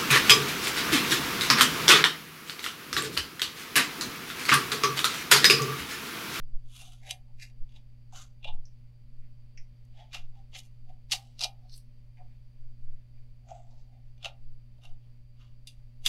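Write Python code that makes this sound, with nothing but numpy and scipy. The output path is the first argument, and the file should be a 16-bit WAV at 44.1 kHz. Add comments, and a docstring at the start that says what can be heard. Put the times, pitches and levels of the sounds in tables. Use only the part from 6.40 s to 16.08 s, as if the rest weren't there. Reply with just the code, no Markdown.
"""First a quiet room hums for a moment, then small steel scissors trim mesh tape on a rod, close by.
The blades scrape and snap through the strands: bursts of noise ring the many modes of the steel.
The hollow plastic cradle under the rod knocks along through a few low modes of its own.
Moving hands push slow air at the microphone. An appliance adds steady tones, and shaped noise
gives the rumble and hiss of the room."""
import sys
import numpy as np
from scipy import signal
from scipy.fft import rfft, irfft, next_fast_len
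from scipy.io import wavfile
from scipy.ndimage import uniform_filter1d, map_coordinates

SR = 44100
rng = np.random.default_rng(int(sys.argv[2]) if len(sys.argv) > 2 else 0)


def digitize_waveform(pressure):
    """Quantize a signal to 16-bit integers and store it at the path in sys.argv[1].

    Rows of a 2-D input are taken as channels; values are limited to [-1, 1].
    """
    field = np.atleast_2d(pressure).T
    bounded = np.clip(field, -1, 1)
    quanta = np.round(bounded * 32767).astype(np.int16)
    wavfile.write(sys.argv[1], SR, quanta)


def convert_level_to_amplitude(level_db):
    """Map a level in decibels to its linear amplitude factor."""
    exponent = np.asarray(level_db, float) / 20
    return 10 ** exponent


N = 426888  # length in samples


# strands cut and tips touching:
# (time [s], peak level in the blades [dB], cradle peak relative to the blades [dB])
SNAP_EVENTS = [(0.3512, -53.5, -23.5), (0.415, -48.5, -11.5), (0.4764, -52, -8.5), (0.521, -46.5, -20.5),
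               (0.5327, -47.5, -21), (0.6165, -59, -5), (0.7091, -20.5, -30.5), (0.998, -45.5, -36),
               (1.0232, -52, -15), (1.0997, -57, -19), (1.292, -60, -28), (1.322, -58, -31),
               (1.36, -50.5, -24), (1.7245, -54.5, 5), (2.029, -47, -18), (2.0445, -31, -22),
               (2.0772, -40, -12), (3.451, -62, -26), (3.5992, -52, -25), (3.7344, -39, -34),
               (3.7491, -34, -25), (3.9539, -63, -4), (4.1308, -54.5, -5), (4.1494, -42, -15),
               (4.2016, -43, -40), (4.2337, -54, -30), (4.2601, -58, -30), (4.6992, -50, -10),
               (4.7121, -27.5, -34), (4.7192, -16, -38.5), (4.7258, -20, -30.5), (4.7344, -22.5, -19),
               (4.9931, -29.5, -27), (5.008, -23, -27), (5.014, -20.5, -26), (5.0239, -24.5, -19),
               (5.0365, -24, -29), (5.043, -14.5, -22.5), (5.0556, -30, -12.5), (5.2954, -49, -32.5),
               (5.3396, -42, -42.5), (5.3774, -43, -39), (5.7703, -60, -11.5), (5.7994, -74, 5),
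               (7.0874, -53, 3), (7.1004, -64, -13), (7.7787, -60.5, -15.5), (7.8283, -38, -26),
               (7.8461, -25, -17), (7.8567, -24.5, -15.5), (8.3828, -66.5, 1), (8.4527, -44, -16),
               (9.2721, -33.5, -54.5), (9.6538, -39.5, -47), (9.6614, -15.5, -45)]
CRACK_T60_S, CRACK_RISE_S, KNOCK_T60_S = 0.013, 0.0006, 0.024


def snaps():
    """Each parting strand is a crack of a few milliseconds in the blades, and a soft knock in the cradle."""
    out = np.zeros(N + SR)
    t = np.arange(SR // 6) / SR
    for s, db, cradle_db in SNAP_EVENTS:
        decay = convert_level_to_amplitude(-60 * t / CRACK_T60_S)
        rise = 1 - np.exp(-t / CRACK_RISE_S)
        crack = rng.standard_normal(len(t)) * decay * rise
        crack[0] += 2.5  # the instant of parting
        push = rng.standard_normal(len(t)) * convert_level_to_amplitude(-60 * t / KNOCK_T60_S)
        snap = peak_one(steel(crack, s, wide_db=-7.5, damping=1.1))
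        knock = convert_level_to_amplitude(cradle_db) * peak_one(cradle(push, scatter_db=4))
        add_at(out, s, convert_level_to_amplitude(db) * (snap + knock))
    return out[:N]


# strokes of blade on blade, tape and rod:
# (time of the peak [s], swell [s], fade [s], blade level [dB], cradle level [dB])
STROKE_EVENTS = [(0.311, 0.041, 0.094, -67, -82), (.362, 0.091, 0.27, -52.5, -85),
                 (.416, 0.059, 0.026, -48.5, -60), (.45, 0.081, 0.13, -56, -65),
                 (0.541, 0.093, 0.086, -66.5, -92), (.63, .015, .15, -62.5, -69),
                 (.676, 0.063, 0.1, -53, -56.5), (.71, 0.039, 0.033, -39, -57),
                 (.886, .03, 0.042, -92, -68.5), (1.028, 0.039, 0.058, -44.5, -77),
                 (1.3, .02, 0.088, -75, -96), (1.37, 0.075, 0.056, -63, -72),
                 (1.735, 0.013, 0.068, -58, -56.5), (1.762, 0.032, 0.096, -46, -62),
                 (1.825, 0.067, 0.04, -51.5, -74), (2.048, 0.017, 0.024, -42.5, -48),
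                 (2.08, 0.043, 0.047, -44, -46), (2.844, 0.083, 0.085, -76, -101),
                 (3.565, .06, 0.071, -69, -71), (3.602, 0.074, 0.11, -60, -58),
                 (3.745, 0.024, 0.067, -38, -51), (3.99, .08, 0.04, -71.5, -63.5),
                 (4.152, 0.022, 0.06, -42, -59.5), (4.19, 0.051, 0.026, -47.5, -83),
                 (4.25, .05, 0.056, -66, -92), (4.495, .04, 0.06, -71.5, -57.5),
                 (4.724, 0.015, 0.047, -25, -44.5), (4.8, 0.071, 0.23, -64.5, -72),
                 (5.0, 0.024, 0.073, -49, -57), (5.042, 0.036, .02, -27, -42.5),
                 (5.075, 0.046, 0.082, -67, -58.5), (5.25, 0.067, .05, -79.5, -68),
                 (5.33, 0.052, 0.1, -55.5, -94), (5.365, .06, 0.055, -58.5, -99.5),
                 (5.775, .015, .08, -68.5, -86), (5.804, 0.038, 0.027, -83, -57), (5.93, .08, .1, -77, -96),
                 (6.61, .1, 0.095, -81.5, -88), (6.78, .1, .04, -79.5, -80),
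                 (7.105, 0.044, 0.053, -59.5, -44), (7.15, 0.1, 0.17, -68.5, -54.5),
                 (7.31, 0.052, 0.18, -75.5, -68), (7.4, .12, .1, -76, -82.5),
                 (7.54, 0.12, 0.13, -79.5, -68), (7.69, .06, .04, -82, -89.5),
                 (7.855, 0.036, 0.051, -40.5, -46.5), (8.44, 0.03, .09, -57.5, -62),
                 (8.5, .06, .08, -79, -74.5), (8.635, .05, .06, -80.5, -91.5), (9.02, .07, 0.12, -64, -85),
                 (9.275, .008, 0.063, -51.5, -88), (9.652, 0.03, .04, -57, -58), (9.39, .08, .08, -82, -86),
                 (9.666, .015, 0.03, -23, -47.5)]
EDGE_DB = 24  # level lost over one swell or fade
CRADLE_LAG_S = 0.01  # the cradle builds up a little later


def strokes():
    """Rough edges slip in tiny uneven jerks that drive blades and cradle together."""
    out = np.zeros(N + SR)
    t = np.arange(-SR // 5, SR // 4) / SR  # zero at the peak of the stroke
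    for s, swell, fade, db, cradle_db in STROKE_EVENTS:
        def shape(u):
            return convert_level_to_amplitude(-EDGE_DB * np.maximum(-u / swell, u / fade))

        jerks = unit(uniform_filter1d(rng.standard_normal(len(t)), size=90))
        jerk_db = 2.8 * jerks + 1.5 * rng.exponential(size=len(t))
        force = rng.standard_normal(len(t)) * convert_level_to_amplitude(jerk_db)
        scrape = convert_level_to_amplitude(db) * shape(t) * unit(steel(force, s, wide_db=-5, damping=1.5))
        drone = convert_level_to_amplitude(cradle_db) * shape(t - CRADLE_LAG_S) * unit(cradle(force, scatter_db=5.5))
        add_at(out, s + t[0], scrape + drone)
    return out[:N]


# ticks of the pivot: (time [s], peak level [dB], handle tap relative to the tick [dB])
TICK_EVENTS = [(2.254, -49, -41), (3.1739, -48.5, 1)]


def ticks():
    """The loose pivot ticks brightly as the open blades shift, with a weak or strong duller handle tap."""
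    out = np.zeros(N + SR)
    t = np.arange(SR // 4) / SR
    for s, db, tap_db in TICK_EVENTS:
        fading = convert_level_to_amplitude(-60 * t / 0.024) + 0.38 * convert_level_to_amplitude(-60 * t / 0.19)  # a fast and a slow decay
        blow = rng.standard_normal(len(t)) * fading
        bright = filtered(blow, lambda f: band(5500, 0.3)(f) ** 4)
        dull = filtered(blow, lambda f: band(2200, 0.6)(f) ** 4)
        add_at(out, s, convert_level_to_amplitude(db) * (peak_one(bright) + convert_level_to_amplitude(tap_db) * peak_one(dull)))
    return out[:N]


# modes of the blades: (pitch [Hz], width before damping [Hz], relative level before scatter [dB])
BLADE_MODES = [(1000, 52, -4), (1223, 30, -0.5), (1390, 14, 1.5), (1870, 180, -10.5), (2130, 48, 3),
               (2405, 14, 4.5), (2770, 40, 6), (3001, 35, 5), (3340, 40, 4.5), (3615, 35, 3.5),
               (3855, 30, 3), (3886, 31, -5.5), (4280, 29, -0.5), (4475, 33, 1), (4490, 25, 2),
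               (4780, 25, 3), (5484, 120, -10), (6130, 37, 5.5), (6704, 440, -6.5), (7380, 47, -16),
               (8102, 290, 0.5), (9720, 530, 0), (11050, 360, 1)]
# stretches of those modes, handles to tips, before the grip changes them:
# (centre [Hz], width as share of pitch [1], relative level [dB])
MODE_STRETCHES = [(1250, 0.47, -13.5), (2050, 0.47, -8), (3115, 0.48, 0), (4700, 0.42, -1),
                  (6600, 0.29, -5.5), (9900, .52, -11.5)]
# the grip, from a time on: (time [s], modes most affected [Hz], their lift [dB],
# brightness [dB per octave], lift of the handles [dB])
GRIP_CHANGES = [(0.28, 3000, 6.5, 7, 18.5), (0.61, 3600, -22, -4.5, -23), (0.69, 3227, 8, 4.5, 0),
                (0.95, 3230, -22, -5, -32), (1.28, 3330, 4.5, -1.5, -5), (1.72, 6600, 8.5, 3, 20),
                (2.01, 3244, 17, -2.5, -2), (2.75, 2050, 25, -6, 13), (3.44, 8260, 28, 9, 10.5),
                (3.52, 2050, 1, -7, -13), (3.72, 2050, -1, -4, -1.5), (4.12, 2050, -3, -5, -13),
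                (4.19, 2050, -9, 6.5, 0), (4.46, 2050, 7, -1, 0), (4.705, 4640, 5, 3, -1),
                (4.99, 4700, 11, 1.5, 7), (5.04, 4040, 19, 4.5, 10.5), (5.28, 4700, 27, -5, -3),
                (5.35, 9900, 16, 9.5, -11), (5.76, 2050, 22, -1, -3), (7.07, 6600, 17.5, -7.5, 3.5),
                (7.26, 5460, 25, 3.5, 3), (7.5, 2050, 12.5, 0.5, -1.5), (7.77, 3470, 9, -2, 3.5),
                (8.37, 3237, 7.5, 3.5, 15.5), (8.95, 2620, 3.5, -3.5, 10), (9.26, 2050, -9.5, 3.5, -21.5),
                (9.63, 2987, 3, 5, 5)]
GRIP_OCTAVES = 0.35  # reach of a grip along the modes


def steel(force, s, wide_db, damping):
    """The grip at time s sets which stretch of modes rings; a wide rasp fills in between the modes."""
    starts = [row[0] for row in GRIP_CHANGES]
    now = max(np.searchsorted(starts, s + 0.005) - 1, 0)
    _, grip_hz, lift_db, bright_db, handles_db = GRIP_CHANGES[now]
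    levels = []
    for hz, _, db in MODE_STRETCHES:
        tilt_db = bright_db * np.log2(hz / MODE_STRETCHES[2][0])
        nearness = np.exp(-(np.log2(hz / grip_hz) / GRIP_OCTAVES) ** 2)
        levels.append(db + tilt_db + lift_db * nearness)
    levels[0] += handles_db
    ring = modes(BLADE_MODES, scatter_db=3.5, damping=damping)

    def gain(f):
        power = convert_level_to_amplitude(2 * (levels[-1] - 49)) * (f > 12000)  # a faint fizz above the last mode
        for db, (hz, share, _) in zip(levels, MODE_STRETCHES):
            distance = abs(2 * np.log((f + 1) / hz) / share)
            power = power + convert_level_to_amplitude(2 * db) / (hz * share) / (1 + distance ** 10)
        return np.sqrt((abs(ring(f)) ** 2 + convert_level_to_amplitude(2 * wide_db)) * power)

    return filtered(force, lambda f: causal(gain(f)))


# modes of the cradle: (pitch [Hz], width [Hz], relative level before scatter and the wide band [dB])
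CRADLE_MODES = [(585, 81, -8.5), (692, 35, -5), (734.5, 24, 0), (791, 8.7, 1), (865, 50, -9)]


def cradle(force, scatter_db):
    """The hollow cradle radiates only around its own few modes."""
    ring = modes(CRADLE_MODES, scatter_db)
    return filtered(force, lambda f: ring(f) * band(760, 0.8)(f) ** 2)


# slow air pushes: (time of the peak [s], peak level [dB], half length [s])
AIR_PUSHES = [(.037, -26, .05), (.156, -19, .035), (.264, -31, .04), (.947, -37, .04), (1.225, -24, .035),
              (2.145, -21, .07), (2.8, -31, .06), (3.209, -29, .035), (3.56, -40, .05), (3.849, -32, .08),
              (4.49, -36, .12), (5.34, -40, .06), (6.26, -30, .08), (6.49, -25, .08), (6.81, -35, .07),
              (7.33, -40, .1), (7.71, -40, .06), (8.08, -30, .08), (8.519, -32, .05), (9.19, -41, .1),
              (9.66, -31, .06)]
# spectrum of the draught: (frequency [Hz], relative level [dB per Hz])
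DRAUGHT_COLOUR = [(1, -20.5), (4, 2.5), (12, 5), (25, -11.5), (45, -36.5), (90, -67.5)]
DRAUGHT_DB = -49.5  # the air between pushes, rms
SWING_HZ = 10  # how fast a push swings back and forth


def air():
    """Draughts heave below the range of pitch; each hand movement adds a short swing of pressure."""
    noise = rng.standard_normal(N)
    out = convert_level_to_amplitude(DRAUGHT_DB) * unit(filtered(noise, lambda hz: convert_level_to_amplitude(along(DRAUGHT_COLOUR, hz))))
    t = np.arange(N) / SR
    for s, db, half in AIR_PUSHES:
        way = rng.choice([-1, 1])  # towards or away
        swing = np.cos(2 * np.pi * SWING_HZ * (t - s))
        out += way * convert_level_to_amplitude(db) * np.exp(-((t - s) / half) ** 2) * swing
    return out


# how long the room rings: (frequency [Hz], time to fall by 60 dB [s])
ROOM_DECAY = [(500, .3), (3000, 0.14), (6000, 0.099), (10000, .14), (15000, 0.24)]


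def room(x):
    """The room's short answer is fading noise, a new tail every third of a second."""
    out = np.zeros(N + 2 * SR)
    step = SR // 3
    for start in range(0, N, step):
        hz, t, z = signal.stft(rng.standard_normal(SR // 2), SR, nperseg=256)
        fading = convert_level_to_amplitude(-60 * t / along(ROOM_DECAY, hz)[:, None])
        tail = signal.istft(z * fading, SR, nperseg=256)[1]
        wet = signal.fftconvolve(x[start:start + step], tail / np.linalg.norm(tail))
        out[start + 200:][:len(wet)] += wet  # the answer starts 200 samples late
    return out[:N]


# mains buzz: (multiple of MAINS_HZ [1], mean level [dB rms])
MAINS_TONES = [(1, -54.5), (2, -75)]
# motor: (multiple of SHAFT_HZ [1], mean level [dB rms])
SHAFT_TONES = [(1, -70), (2, -72.5), (3, -83.5), (4, -85.5), (5, -89), (8, -96.5), (10, -84.5), (53, -99),
               (62, -99), (80, -87)]
# slow fan's side tones: (frequency [Hz], mean level [dB rms])
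FAN_TONES = [(49, -69.5), (92, -81), (102.5, -75), (135, -75), (150, -84), (255, -87.5), (285, -99.5)]
MAINS_HZ, SHAFT_HZ = 120, 58.95  # twice the mains; a motor slipping just under the mains


def hum():
    """Steady mains buzz, a motor's shaft orders up to a thin whine, and a fan's unsteady side tones."""
    turn = 2 * np.pi * np.arange(N) / SR

    def tone(hz, db, drift):
        level = np.sqrt(2) * convert_level_to_amplitude(db + drift * wobble(29))
        phase = 1.6 * drift * wobble(1.7) + rng.uniform(0, 2 * np.pi)
        return level * np.sin(hz * turn + phase)

    buzz = sum(tone(k * MAINS_HZ, db, drift=0.1) for k, db in MAINS_TONES)
    # higher orders waver more
    motor = sum(tone(k * SHAFT_HZ, db, drift=0.53 * k ** 0.3) for k, db in SHAFT_TONES)
    fan = sum(tone(hz, db, drift=1.5) for hz, db in FAN_TONES)
    return buzz + motor + fan


# spectrum of the rumble: (frequency [Hz], relative level [dB per Hz])
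RUMBLE_COLOUR = [(15, -31), (25, -0.5), (42, -8.5), (65, -15.5), (85, -26.5), (160, -30), (210, -37.5),
                 (245, -28.5), (275, -41.5), (400, -48.5), (520, -82), (880, -120)]
# spectrum of the hiss: (frequency [Hz], relative level [dB per Hz])
HISS_COLOUR = [(240, -35.5), (400, -5.5), (438, -19), (459, -0.5), (503, -16), (577, -8), (623, -12.5),
               (772, -11), (1470, -17.5), (2360, -12), (3910, -20), (4630, -11.5), (5000, -19.5),
               (7320, -29), (15500, -33)]
RUMBLE_DB, HISS_DB = -55.5, -78  # rms; the hiss wavers around its level


def room_tone():
    """Ventilation rumble and far hiss, both shaped from noise."""
    rumble = unit(filtered(rng.standard_normal(N), lambda hz: convert_level_to_amplitude(along(RUMBLE_COLOUR, hz))))
    hiss = unit(filtered(rng.standard_normal(N), lambda hz: convert_level_to_amplitude(along(HISS_COLOUR, hz))))
    return convert_level_to_amplitude(RUMBLE_DB) * rumble + convert_level_to_amplitude(HISS_DB + 0.6 * wobble(9)) * hiss


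def modes(table, scatter_db=0, damping=1):
    """Causal response of a body's resonances, each at a new strength; a touch that stays widens them."""
    gains = convert_level_to_amplitude(scatter_db * rng.standard_normal(len(table)))

    def response(f):
        total = 0
        for k, (gain, (hz, width, db)) in enumerate(zip(gains, table)):
            total = total + (-1) ** k * gain * convert_level_to_amplitude(db) * band(hz, damping * width / hz)(f)
        return total

    return response


def band(centre_hz, share):
    """One resonance, its width a share of its pitch."""
    def response(f):
        loss = 1j * f * share * centre_hz
        return loss / (centre_hz ** 2 - f * f + loss)

    return response


def causal(gain):
    """The response of this gain that answers only after it is struck."""
    cepstrum = irfft(np.log(gain + 1e-9))
    half = len(cepstrum) // 2
    # fold the mirrored half forward in time
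    folded = np.r_[cepstrum[0], 2 * cepstrum[1:half], np.zeros(len(cepstrum) - half)]
    return np.exp(rfft(folded))


def filtered(x, response):
    """x shaped by a complex response of frequency."""
    m = 2 * next_fast_len(x.shape[-1] // 2 + 4096)
    spectrum = rfft(x, m) * response(np.fft.rfftfreq(m, 1 / SR))
    return irfft(spectrum, m)[..., :x.shape[-1]]


def wobble(rate):
    """A smooth random curve, rate knots a second."""
    knots = rng.standard_normal(int(N * rate / SR) + 4)
    return map_coordinates(knots, [np.arange(N) * rate / SR])


def along(points, hz):
    """Values between (Hz, value) points, on a log axis of frequency."""
    f, v = np.transpose(points)
    return np.interp(np.log(hz + 1), np.log(f + 1), v)


def unit(x):
    """x scaled to an rms of one."""
    return x / np.sqrt(np.mean(x ** 2) + 1e-20)


def peak_one(x):
    """x scaled to a peak of one."""
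    return x / np.abs(x).max()


def add_at(out, s, sound):
    """Adds a sound into out from time s on."""
    out[round(s * SR):][:len(sound)] += sound


def scene():
    """The scissor work with its room answer, over the hum, room tone and moving air."""
    work = snaps() + strokes() + ticks()
    mix = work + convert_level_to_amplitude(-11) * room(work) + hum() + room_tone() + air()
    return mix[None]  # one channel


def roll_off(x):
    """The treble ends steeply here."""
    return signal.sosfilt(signal.butter(12, 16470, fs=SR, output="sos"), x)


def record(dry):
    """The phone keeps nothing above its band limit of 15800 Hz."""
    limited = filtered(dry, lambda hz: hz < 15800)
    return roll_off(limited)


dry = scene()
out = record(dry)
digitize_waveform(out)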